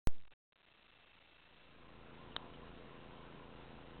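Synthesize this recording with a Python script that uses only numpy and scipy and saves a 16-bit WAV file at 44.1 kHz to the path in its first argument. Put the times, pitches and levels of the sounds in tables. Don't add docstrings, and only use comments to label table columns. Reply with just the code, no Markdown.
import sys
import numpy as np
from scipy import signal
from scipy.fft import rfft, irfft, next_fast_len
from scipy.io import wavfile
from scipy.ndimage import uniform_filter1d, map_coordinates

SR = 44100
rng = np.random.default_rng(int(sys.argv[2]) if len(sys.argv) > 2 else 0)


def generate_wav(sig):
    pcm = np.round(np.clip(np.atleast_2d(sig).T, -1, 1) * 32767).astype(np.int16)
    wavfile.write(sys.argv[1], SR, pcm)


N = 176400

# (time [s], offset [converter steps])
REST_OFFSET = [(.3, -0.36), (.48, -0.27), (.56, -.335), (.68, -0.39), (1.0, -0.42), (1.5, -0.43),
               (1.8, -0.5), (2.2, -.47), (4, -0.43)]
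# (time in frame [s], offset [converter steps])
FRAME_RIPPLE = [(0, -0.0027), (.0107, -0.031), (.0117, .075), (.0195, .075), (.0205, -.025), (.026, 0.0091),
                (.0357, -0.015)]
# (frequency [Hz], gain [dB])
RECONSTRUCTION = [(3500, -0.5), (3800, -1), (4000, -7.5), (4250, -15), (4450, -32.5), (4600, -49.5),
                  (5200, -57), (6000, -100)]
# (time [s], gain [dB])
MIC_FADE = [(.5, -47.5), (1.3, -35.5), (1.6, -22), (1.8, -10.5), (2.0, -4), (2.25, -.5), (2.5, 0),
            (4, -0.5)]
# (frequency [Hz], relative spectral level [dB])
AIR_SPECTRUM = [(15, -8), (30, 0.5), (55, 4), (85, -2.5), (200, -1), (430, -2), (650, -6), (950, -2.5),
                (1180, -7.5), (1400, -7.5), (1700, -11), (2200, -15), (2850, -13), (3500, -20), (4200, -39)]
# (frequency [Hz], rms level [dB])
HUM_TONES = [(53.5, -73), (200, -77.5), (492.2, -72)]
# (centre [Hz], width [Hz], rms level [dB], level spread [dB])
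AIR_BANDS = [(1036, 80, -72.5, 4), (1338, 80, -77, 1.5), (2870, 600, -77.5, 2), (3830, 26, -86.5, 1)]
# (time in frame [s], peak [dB], sign [+/-1], rise [s], sway [s])
FRAME_PULSES = [(.0098, -46, -1, 0.00063, 0.00056), (0.0198, -44, 1, .00063, .00002),
                (.0325, -45, -1, .00021, .00014)]
# (time [s], frequency [Hz], peak level [dB])
SQUEAKS = [(2.326, 2894, -60.5), (2.545, 2975, -60.5)]
# (frequency [Hz], relative level [dB], time to fall 60 dB [s])
OBJECT_MODES = [(1220, -10.5, 0.0062), (1590, 0.5, 0.003), (3140, -5, 0.012), (3595, -0.5, 0.008)]

ON_S, POP_DB, DRAIN_S = .0726, -20.5, .057
CONVERTER_HZ, STEP_DB, FRAME_HZ = 8000, -57.2, 27.946
NOISE_STEPS, WHISTLE_STEPS = .075, .05
NARROWING = 0.59
OUTPUT_STEP, TOP_HZ = 1 / 32768, 16830


def amp(db):
    return 10 ** (np.asarray(db) / 20)


def unit_rms(x):
    return x / np.sqrt(np.mean(x ** 2) + 1e-20)


def gain_at(points, hz):
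    knots_hz, db = np.transpose(points)
    return amp(np.interp(np.log(hz + 1), np.log(knots_hz + 1), db))


def curve(points, t):
    return np.interp(t, *np.transpose(points))


def wobble(t, rate_hz):
    return map_coordinates(rng.standard_normal(256), [t * rate_hz], mode="wrap")


def filtered(x, response):
    size = next_fast_len(N + SR // 2)
    return irfft(rfft(x, size) * response(np.fft.rfftfreq(size, 1 / SR)), size)[:N]


def converter(sound):
    t = np.arange(round(N * CONVERTER_HZ / SR)) / CONVERTER_HZ
    sampled = np.interp(t, np.arange(N) / SR, sound)
    pop = amp(POP_DB) * np.exp(-np.maximum(t - ON_S, 0) / DRAIN_S) * (t > ON_S / 2)
    offset = curve(REST_OFFSET, t) + curve(FRAME_RIPPLE, t % (1 / FRAME_HZ))
    noise = NOISE_STEPS * rng.standard_normal(len(t))
    whistle = WHISTLE_STEPS * np.sin(2 * np.pi * CONVERTER_HZ / 3 * t + np.pi / 6)
    steps = (sampled + pop) / amp(STEP_DB) + offset + noise + whistle
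    codes = np.round(steps - NARROWING * (steps < -.5))
    bins = np.arange(N // 2 + 1)
    images = np.fft.fft(codes)[bins % len(t)]
    smoothed = irfft(images * gain_at(RECONSTRUCTION, bins * SR / N), N)
    return amp(STEP_DB) * smoothed * N / len(t)


def room_air(rms_db=-62, patchiness_db=2.36):
    spectrogram = signal.stft(rng.standard_normal(N), nperseg=512)[2]
    patches = uniform_filter1d(rng.standard_normal(spectrogram.shape), size=4, axis=0)
    patches = unit_rms(uniform_filter1d(patches, size=14, axis=1))
    noise = signal.istft(spectrogram * amp(patchiness_db * patches), nperseg=512)[1][:N]
    return amp(rms_db) * unit_rms(filtered(noise, lambda hz: gain_at(AIR_SPECTRUM, hz)))


def hum(t):
    return sum(amp(db) * np.sqrt(2) * np.sin(2 * np.pi * (hz * t + rng.random()))
               for hz, db in HUM_TONES)


def air_resonances(t, swell_rate_hz=14):
    out = np.zeros(N)
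    for centre_hz, width_hz, db, spread_db in AIR_BANDS:
        noise = rng.standard_normal(N)
        band = filtered(noise, lambda hz: 1 / (1 + ((hz - centre_hz) / (width_hz / 2)) ** 2))
        out += amp(db) * unit_rms(band * amp(spread_db * wobble(t, swell_rate_hz)))
    return out


def frame_ticks(t, sway_hz=5.5, coupling_hz=76.5):
    pulses = np.zeros(N)
    for start_s, db, sign, rise_s, sway_s in FRAME_PULSES:
        onset_s = start_s + sway_s * np.cos(2 * np.pi * sway_hz * t)
        age_in_rises = (t - onset_s) % (1 / FRAME_HZ) / rise_s
        pulses += sign * amp(db) * (age_in_rises * np.exp(1 - age_in_rises)) ** 2
    return filtered(pulses, lambda hz: 1j * hz / (coupling_hz + 1j * hz))


def squeaks(t, half_length_s=0.0079, pitch_waver=0.06):
    out = np.zeros(N)
    for peak_s, hz, db in SQUEAKS:
        pitch_hz = hz * (1 + pitch_waver * wobble(t, rate_hz=300))
        envelope = amp(db) * np.exp(-((t - peak_s) / half_length_s) ** 2)
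        out += envelope * np.sin(2 * np.pi * np.cumsum(pitch_hz) / SR)
    return out


def click(t, contact_s=2.36462, gain_db=-24, attack_s=.00002):
    age = np.maximum(t - contact_s, 0)
    ring = sum(amp(db) * np.exp(-np.log(1000) * age / t60) * np.sin(2 * np.pi * hz * age)
               for hz, db, t60 in OBJECT_MODES)
    return amp(gain_db) * ring * (1 - np.exp(-age / attack_s))


def scene():
    t = np.arange(N) / SR
    background = room_air() + hum(t) + air_resonances(t) + frame_ticks(t)
    return (amp(curve(MIC_FADE, t)) * background + squeaks(t) + click(t))[None]


def record(dry):
    switched_on = np.arange(N) / SR >= ON_S
    stored = np.round(switched_on * converter(dry[0]) / OUTPUT_STEP) * OUTPUT_STEP
    return filtered(stored, lambda hz: hz < TOP_HZ)[None]


dry = scene()
out = record(dry)
generate_wav(out)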